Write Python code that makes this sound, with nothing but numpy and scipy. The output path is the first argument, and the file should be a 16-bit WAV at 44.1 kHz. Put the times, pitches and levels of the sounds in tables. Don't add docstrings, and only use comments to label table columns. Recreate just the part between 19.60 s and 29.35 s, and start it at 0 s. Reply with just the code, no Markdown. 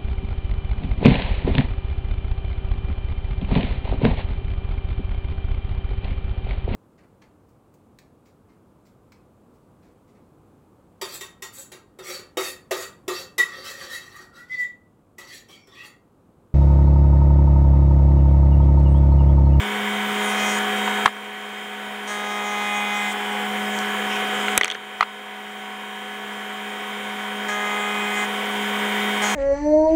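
import sys
import numpy as np
from scipy import signal
from scipy.io import wavfile
from scipy.ndimage import uniform_filter1d

SR = 44100
rng = np.random.default_rng(int(sys.argv[2]) if len(sys.argv) > 2 else 0)


def put_to_file(sound):
    columns = np.atleast_2d(sound).T
    safe = np.clip(columns, -1, 1)
    whole_steps = np.round(safe * 32767)
    wavfile.write(sys.argv[1], SR, whole_steps.astype(np.int16))


def linear_from_db(decibels):
    return 10 ** (np.asarray(decibels, float) / 20)


N = 429975

# time_s, shaft_turns_per_s
SHAFT_SPEED = [(0.0, 207.05), (0.35, 207.42), (1.2, 207.47), (1.5, 207.8), (2.4, 207.45), (2.7, 207.1),
               (3.0, 206.56), (3.3, 206.32), (3.6, 206.44), (3.9, 207.06), (5.0, 207.05), (5.4, 207.35),
               (5.7, 207.22), (7.1, 207.43), (7.8, 207.2), (8.55, 207.0), (9.3, 207.54), (9.75, 207.43)]
# time_s, push (0-1)
FENCE_PUSH = [(0, 1), (.75, 1), (1.1, 0.93), (1.45, 0.74), (2.1, .7), (2.75, 0.9), (3.3, 1), (3.55, 0.9),
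              (4.05, 1), (4.75, 0.76), (4.97, 0.65), (5.06, 0), (5.25, 0.5), (6.0, 0.78), (7.3, 0.78),
              (8.45, 0.95), (8.75, 0.88), (9.5, 1)]
# time_s, bite_db, edge_sizzle_db, ringing_zone_of_block_hz
CUT_CURVES = [
    [(.5, -48, -47, 8000), (.66, -33, -40, 6600), (.76, -36, -37, 5930), (.85, -30, -33, 6060),
     (.995, -42, -32.5, 6850)],
    [(2.47, -33, -30, 6200), (2.51, -26.5, -27.5, 6360), (2.63, -27, -36, 6500), (3.16, -23.5, -34, 6500),
     (3.29, -26.5, -38, 6500), (3.37, -24, -34.5, 7060), (3.5, -27, -32, 7400), (3.535, -39, -30, 7300)],
    [(3.535, -36, -49, 7300), (3.68, -43, -50, 7350), (3.78, -39.5, -49, 7350), (3.87, -41, -47, 7700)],
    [(7.88, -25, -27.5, 6800), (7.92, -25.5, -34.5, 6400), (8.11, -25, -40.5, 7160),
     (8.4, -28.5, -43, 7500), (8.52, -30, -40, 6800), (8.63, -25.5, -33, 6960), (8.66, -38, -39, 6800)],
    [(9.615, -31, -34, 6670), (9.641, -29.5, -29.5, 6680), (9.75, -39, -32.5, 6300)],
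]
# edge_phase_drift (half turns), drone_of_block_on_fence_db, one_edge_biting_deeper_db
CUT_BLOCKS = [
    (1.54, -3.5, -10),
    (1, -1, -8.5),
    (0.88, 10.5, -16),
    (0.48, -4, -10.5),
    (1.6, 3, -6),
]


def evened(x):
    return x / np.sqrt(np.mean(x ** 2) + 1e-20)


def between(ends, share):
    return ends[0] + (ends[1] - ends[0]) * share


def filtered(x, order, hz, kind):
    return signal.sosfilt(signal.butter(order, hz, kind, fs=SR, output="sos"), x)


def read(points, hz):
    f, value = np.transpose(points)
    return np.interp(np.log(hz + 1), np.log(f + 1), value)


def curves(rows):
    s, *columns = np.transpose(rows)
    return [np.interp(np.arange(N) / SR, s, c) for c in columns]


def wander(count, length, seconds):
    knots = np.arange(0, length / SR + 2 * seconds, seconds)
    values = rng.standard_normal((count, 400))[:, :len(knots)]
    t = np.arange(length) / SR
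    return np.array([np.interp(t, knots, v) for v in values]) * 1.1


def noise(spectrum, ripple_db, patchy_db):
    hz = np.fft.rfftfreq(2048, 1 / SR)
    a, b, patches = rng.standard_normal((N // 512 + 5, 1025, 3)).T
    patches = uniform_filter1d(patches, size=15, axis=0)
    patches = evened(uniform_filter1d(patches, size=8, axis=1))
    ripple = uniform_filter1d(rng.standard_normal(1025), size=2)
    ripple = evened(ripple - uniform_filter1d(ripple, size=9))
    colour_db = read(spectrum, hz) + ripple_db * ripple
    z = (a + 1j * b) * linear_from_db(colour_db[:, None] + patchy_db * patches)
    return evened(signal.istft(z, nperseg=2048, noverlap=1536)[1][:N])


def tones(cycles, levels_db, waver_db):
    drift = wander(len(cycles), N // 32 + 1, .12 / 32)
    out = np.zeros(N)
    for c, db, d in zip(cycles, levels_db, drift):
        level_db = np.broadcast_to(db, N)[::32] + waver_db * d[:(N + 31) // 32]
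        level = np.repeat(linear_from_db(level_db), 32)[:N]
        phase = (c + rng.random()) % 1
        out += level * np.cos(np.float32(2 * np.pi * phase))
    return np.sqrt(2) * out


def fan_hiss(turns):
    # pitch_hz, level_db per Hz
    hiss_curve = [(2120, -30), (3600, -6.5), (3860, -34), (3950, -34.5), (4450, -11), (6120, -7.5),
                  (6980, -4), (10100, -10), (12200, -16), (15100, -7.5), (15900, -11.5)]
    # lifted_db, pushed_db
    hiss_db = (-47, -40)
    level = linear_from_db(between(hiss_db, curves(FENCE_PUSH)[0]))
    puffs = 1 + .2 * np.cos(4 * np.pi * turns)
    return level * puffs * noise(hiss_curve, ripple_db=2.5, patchy_db=1.6)


def sliding_blocks():
    # start_s, length_s, level_db, zone_hz
    slide_strokes = [(0.609, .14, -41, 9100), (.66, 0.24, -47, 6500), (1.097, 0.49, -47, 7660),
                     (3.55, 0.34, -53, 7500), (4.086, 0.17, -42, 7050), (4.47, 0.15, -45, 6030),
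                     (4.68, 0.36, -45.5, 7500), (4.49, 0.11, -32, 2750)]
    out = np.zeros(N)
    for s, length, db, hz in slide_strokes:
        grit = rng.standard_normal(SR // 2)[:round(length * SR)]
        scuff = filtered(grit, 3, [.84 * hz, 1.12 * hz], "band")
        roughness_db = 1.9 * wander(1, len(grit), 0.0143)[0]
        stroke = signal.windows.tukey(len(grit), .6) * linear_from_db(db + roughness_db)
        out[round(s * SR):][:len(grit)] += stroke * evened(scuff)
    return out


def roar(turns, mains):
    # pitch_hz, level_db per Hz
    roar_curve = [(30, -38), (100, -23.5), (190, -11), (275, -13.5), (400, -2.5), (560, -7), (1000, -1),
                  (1500, -2), (2150, 0), (2450, -4.5), (2900, -10.5), (3700, -15), (4200, -25), (6000, -42)]
    beat = 1 + 0.2 * np.cos(2 * np.pi * turns) + 0.048 * np.cos(2 * np.pi * mains)
    return linear_from_db(14) * beat * noise(roar_curve, ripple_db=3.2, patchy_db=.7)


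def octave_beat_db():
    edge_share = 0.47
    t, out = np.arange(N) / SR, np.zeros(N)
    for rows, block in zip(CUT_CURVES, CUT_BLOCKS):
        along = (t - rows[0][0]) / (rows[-1][0] - rows[0][0])
        inside = (along > 0) & (along < 1)
        edge = edge_share * np.exp(1j * np.pi * block[0] * along[inside])
        out[inside] = 20 * np.log10(abs(1 + edge) + 0.017)
    return uniform_filter1d(out, size=2000)


def shaft_tones(turns):
    shaft_db = [-13, -20, -11, -15, -15, -11, -13, -12, -22, -11, -25, -19, -14, -21, -27, -16, -28, -28]
    push = curves(FENCE_PUSH)[0]
    unbalance_db = between((-2.5, 10.5), push)
    octave_db = between((0.5, 6), push) + octave_beat_db()
    low = tones([turns, 2 * turns], [unbalance_db, octave_db], waver_db=0.87)
    high = tones([k * turns for k in range(3, 21)], shaft_db, waver_db=2.5)
    return low + linear_from_db(7.5) * high


def bearing_tones(turns, gap):
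    race_orders = [(2, 0), (4, 0), (5, 0), (6, 0), (9, 0), (12, 0), (13, 0), (1, 1), (2, -1), (-1, 8),
                   (-1, 10), (10, 0), (11, 0), (15, 0), (17, 0), (18, 0), (19, 0)]
    race_levels = [-3.5, -19.5, -21, -29.5, -23, -21, -24.5, -18, -36, -18, -26, -30, -28, -33, -30, -35,
                   -34]
    loose_orders = [3.218, 15.136]
    loose_levels = [-17, -9]
    slip = turns + 0.00408 * np.cumsum(rng.standard_normal(N)) / np.sqrt(SR) * 10
    balls = 3.6207 * slip
    race = [b * balls + k * turns for b, k in race_orders]
    loose = [k * slip for k in loose_orders]
    ball_db = between((4, 10), gap)
    side_db, third_db = between((-12, 4), gap), between((5, -2), gap)
    out = linear_from_db(8) * tones(race + loose, race_levels + loose_levels, waver_db=0.4)
    out += tones([balls], [ball_db], waver_db=0.87)
    return out + tones([2 * balls + turns, 3 * balls], [side_db, third_db], waver_db=.8)


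def commutator_tones(turns, mains, gap):
    slot_levels = [-17, -9, -9.5, -3, -13.5, -15.5, -36]
    slot_rise = [2, 0, 2.5, -0.5, 7.5, -7, -2]
    slot_shade = [-3, 0, 2, 1, -6, -14, -1]
    load = 207.5 - curves(SHAFT_SPEED)[0]
    levels_db = []
    for db, rise, shade in zip(slot_levels, slot_rise, slot_shade):
        levels_db.append(db + rise * load + shade * (gap - .5))
    cycles = [16 * turns + k * mains for k in (-4, -3, -2, -1, 1, 2, 3)]
    return linear_from_db(8) * tones(cycles, levels_db, waver_db=1.1)


def mains_hum(mains):
    hum_levels = [-16, -18, -17, -17]
    return linear_from_db(7.5) * tones([k * mains for k in (3, 15, 16, 17)], hum_levels, waver_db=1.5)


def motor(turns):
    # time_s, opening (0-1)
    hand_gap = [(0, 0), (1.2, 0.87), (2.0, .4), (2.7, 0.7), (3.35, 0.4), (4.2, 1), (5.1, 0.6), (6.1, 0.82),
                (6.8, .9), (7.4, 0.2), (7.95, 0.84), (9.4, .05), (9.75, 0.4)]
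    # lifted_db, pushed_db
    load_db = (-2, -0.07)
    gap = curves(hand_gap)[0]
    mains = 120 * np.arange(N) / SR
    out = roar(turns, mains) + shaft_tones(turns) + bearing_tones(turns, gap)
    out += commutator_tones(turns, mains, gap) + mains_hum(mains)
    return linear_from_db(between(load_db, curves(FENCE_PUSH)[0])) * linear_from_db(-40.5) * out


def chips(turns, bite_db, sizzle_db):
    strike_fade = np.exp(-(2 * turns % 1) / 0.21)
    tears = np.diff(rng.standard_normal(len(turns) + 1)) * strike_fade
    bright = filtered(tears, 2, [4200, 9500], "band")
    airy = filtered(tears, 3, 13000, "high")
    return evened(bright + linear_from_db(bite_db - sizzle_db - 15) * airy)


def cut(rows, block, turns):
    # edge_rate_multiple, entering_db, across_the_bit_db, leaving_db
    cutter_shape = [(1, 4, -14, -23), (2, -4.5, -0.5, -4), (3, -3.5, -4.5, -14.5), (4, -1.5, -19.5, -5),
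                    (5, -3.5, -1.5, 2), (6, -21, -2.5, -11.5), (7, -35, -35, -30), (8, -14.5, -11.5, -19),
                    (9, -16.5, -16, -19)]
    sizzle_levels = [-19.5, -24, -24.5, -22, -23, -25, -24.5, -22.5, -26.5, -23, -22, -20, -27, -22, -32,
                     -35, -34]
    across = 0.69
    _, drone_db, unequal_db = block
    s, *columns = np.transpose(rows)
    span = np.arange(round(s[0] * SR), min(round(s[-1] * SR), N))
    bite_db, sizzle_db, zone_hz = (np.interp(span / SR, s, c) for c in columns)
    along = np.linspace(0, 1, len(span))
    multiple, *shape_db = np.transpose(cutter_shape)
    drift, buzz = wander(60, len(span), .09), np.zeros(len(span))
    chatter = wander(60, len(span), .05)
    chatter = evened(uniform_filter1d(chatter, size=6, axis=0))
    for k in range(3, 53):
        if k < 19:
            stages_db = [np.interp(k / 2, multiple, e) for e in shape_db]
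            level_db = bite_db + np.interp(along, [0, across, 1], stages_db) + drone_db * (k == 4)
        else:
            near = 1 / (1 + ((k * 207 - zone_hz) / 800) ** 2)
            level_db = sizzle_db + 0.8 + 13 * near + 2.5 * chatter[k] + sizzle_levels[(k - 19) // 2]
        level_db = level_db + unequal_db * (k % 2) + (.4 + k / 30) * drift[k]
        buzz += linear_from_db(level_db) * np.cos(2 * np.pi * (k * turns[span] + 0.41 * rng.random()))
    torn = linear_from_db(sizzle_db - 10) * chips(turns[span], bite_db, sizzle_db)
    return span, (np.sqrt(2) * buzz + torn) * signal.windows.tukey(len(span), 600 / len(span))


def wood_modes(t, t60, body_hz, crack_db, crack_hz):
    mode_hz = [620, 820, 1040, 1290, 1700, 2050, 2400, 2950, 3300, 4300, 5900, 6500, 7900, 9500]
    hz = np.array(mode_hz)[:, None] * rng.uniform(.97, 1.03, (len(mode_hz), 1))
    reach = linear_from_db(-9) / (1 + (np.log(hz / body_hz) / 0.34) ** 2)
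    reach = reach + linear_from_db(crack_db - 3) / (1 + (np.log(hz / crack_hz) / .2) ** 2)
    sign = (-1) ** np.arange(len(hz))[:, None]
    fade = linear_from_db(-60 * t / (t60 * (1500 / hz) ** 0.15))
    return (sign * reach * fade * np.sin(2 * np.pi * hz * t)).sum(0)


def knock(s, db, body_hz, crack_db, crack_hz):
    t = np.arange(5000) / SR

    def ring(level_db, t60_s, hz, phase=0):
        return linear_from_db(level_db - 60 * t / t60_s) * np.sin(2 * np.pi * hz * t + phase)

    t60 = 0.0099 * np.exp(0.03 * db)
    second_hz = body_hz + 800 if body_hz < 1500 else 0.59 * body_hz
    blow = ring(0, t60, body_hz) + ring(-6.5, 0.75 * t60, second_hz, 2.3)
    blow += ring(-18.5, 0.019, 430) * (body_hz > 1500)
    blow += ring(-24, 4.8 * t60, 1.07 * body_hz)
    modes = wood_modes(t, t60, body_hz, crack_db, crack_hz)
    grit, shop = rng.standard_normal((2, 5000))
    crack = linear_from_db(crack_db) * grit * (t / 0.00013) * np.exp(-t / 0.00022)
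    bright_hz = np.clip(7500 * 2 ** ((db + crack_db) / 12), 4000, 18000)
    crack = filtered(crack, 2, bright_hz, "low")
    shop = linear_from_db(-5.5 - 60 * t / 0.03) * filtered(shop, 4, [600, 3300], "band")
    rise = 1 - np.exp(-(t / 0.00099) ** 2)
    return round(s * SR), linear_from_db(db) * (rise * (1.42 * blow + modes + shop) + crack)


def shove(db):
    return linear_from_db(db) * np.exp(-((np.arange(300) / SR - .0025) / 0.0009) ** 2)


def scene():
    # time_s, peak_db, struck_zone_hz, crack_relative_db, crack_zone_hz
    knock_events = [(1.277, -6.5, 950, -32, 6850), (1.458, 6.5, 1037, -11, 4400),
                    (1.4595, 3, 1685, -15, 8500), (1.477, -0.5, 1140, -35, 6890),
                    (4.119, -35, 1490, -11, 7460), (4.189, -16.5, 1480, 10, 6550),
                    (4.619, -18, 1530, -27, 9000), (4.882, -3.5, 1380, -30, 6420),
                    (4.977, -4.5, 2300, 13, 7750), (4.978, -6, 3760, -20, 5000),
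                    (5.011, 8, 1980, -16, 5900), (5.033, 2, 3230, -20, 4470), (5.045, -1, 2340, 1.5, 7200),
                    (5.056, -2, 2060, -4, 4550), (5.0793, -2.5, 1960, -4, 5800),
                    (5.101, -0.5, 3300, -12, 6450), (5.113, -4, 3300, -3, 5740),
                    (5.12, -3.5, 3450, -15, 4500), (5.135, -18, 2010, -18, 4770),
                    (5.147, -11.5, 3060, -1, 5600), (5.151, -4.5, 1680, -33, 4640),
                    (5.408, 13, 1200, -19, 4670), (5.4255, 3, 1080, -42, 6500),
                    (5.4275, 7.5, 1310, -35, 4200)]
    # time_s, level_db
    shove_events = [
        (1.458, -35),
        (4.979, -21.5),
        (5.408, -23),
    ]
    turns = np.cumsum(curves(SHAFT_SPEED)[0]) / SR
    mix = np.pad(fan_hiss(turns) + sliding_blocks() + motor(turns), (0, 5000))
    for rows, block in zip(CUT_CURVES, CUT_BLOCKS):
        span, sound = cut(rows, block, turns)
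        mix[span] += sound
    for row in knock_events:
        at, sound = knock(*row)
        mix[at:at + 5000] += filtered(sound, 2, 250, "high")
    for s, db in shove_events:
        mix[round(s * SR):][:300] += shove(db)
    return mix[None, :N]


def gain_db():
    # time_s, gain_db it falls to
    duck_events = [(0, -2.5), (1.466, -7.5), (1.495, -10.5), (4.984, -8), (5.02, -6), (5.09, -9.5),
                   (5.16, -11.5), (5.435, -12.5)]
    fall_s, recover_db_per_s, quicken_db_per_s2 = 0.0044, 3, 0.0156
    t = np.arange(N) / SR
    paths = []
    for s, db in duck_events:
        climb = db + recover_db_per_s * (t - s) + quicken_db_per_s2 * (t - s) ** 2
        paths.append(np.where(t >= s, np.minimum(climb, 0), 0))
    aim = np.min(paths, axis=0)
    hold = np.exp(-1 / (fall_s * SR))
    return signal.lfilter([1 - hold], [1, -hold], aim - aim[0]) + aim[0]


def top_cut(x):
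    return signal.sosfilt(signal.butter(12, 16690, fs=SR, output="sos"), x)


def record(dry):
    x = filtered(dry * linear_from_db(gain_db()), 2, 65, "high")
    x = x / (1 + (x / .76) ** 8) ** (1 / 8)
    edge = signal.firwin(801, 15780, window=("kaiser", 9), fs=SR)
    return top_cut(signal.oaconvolve(x, edge[None], "same"))


dry = scene()
out = record(dry)
put_to_file(out)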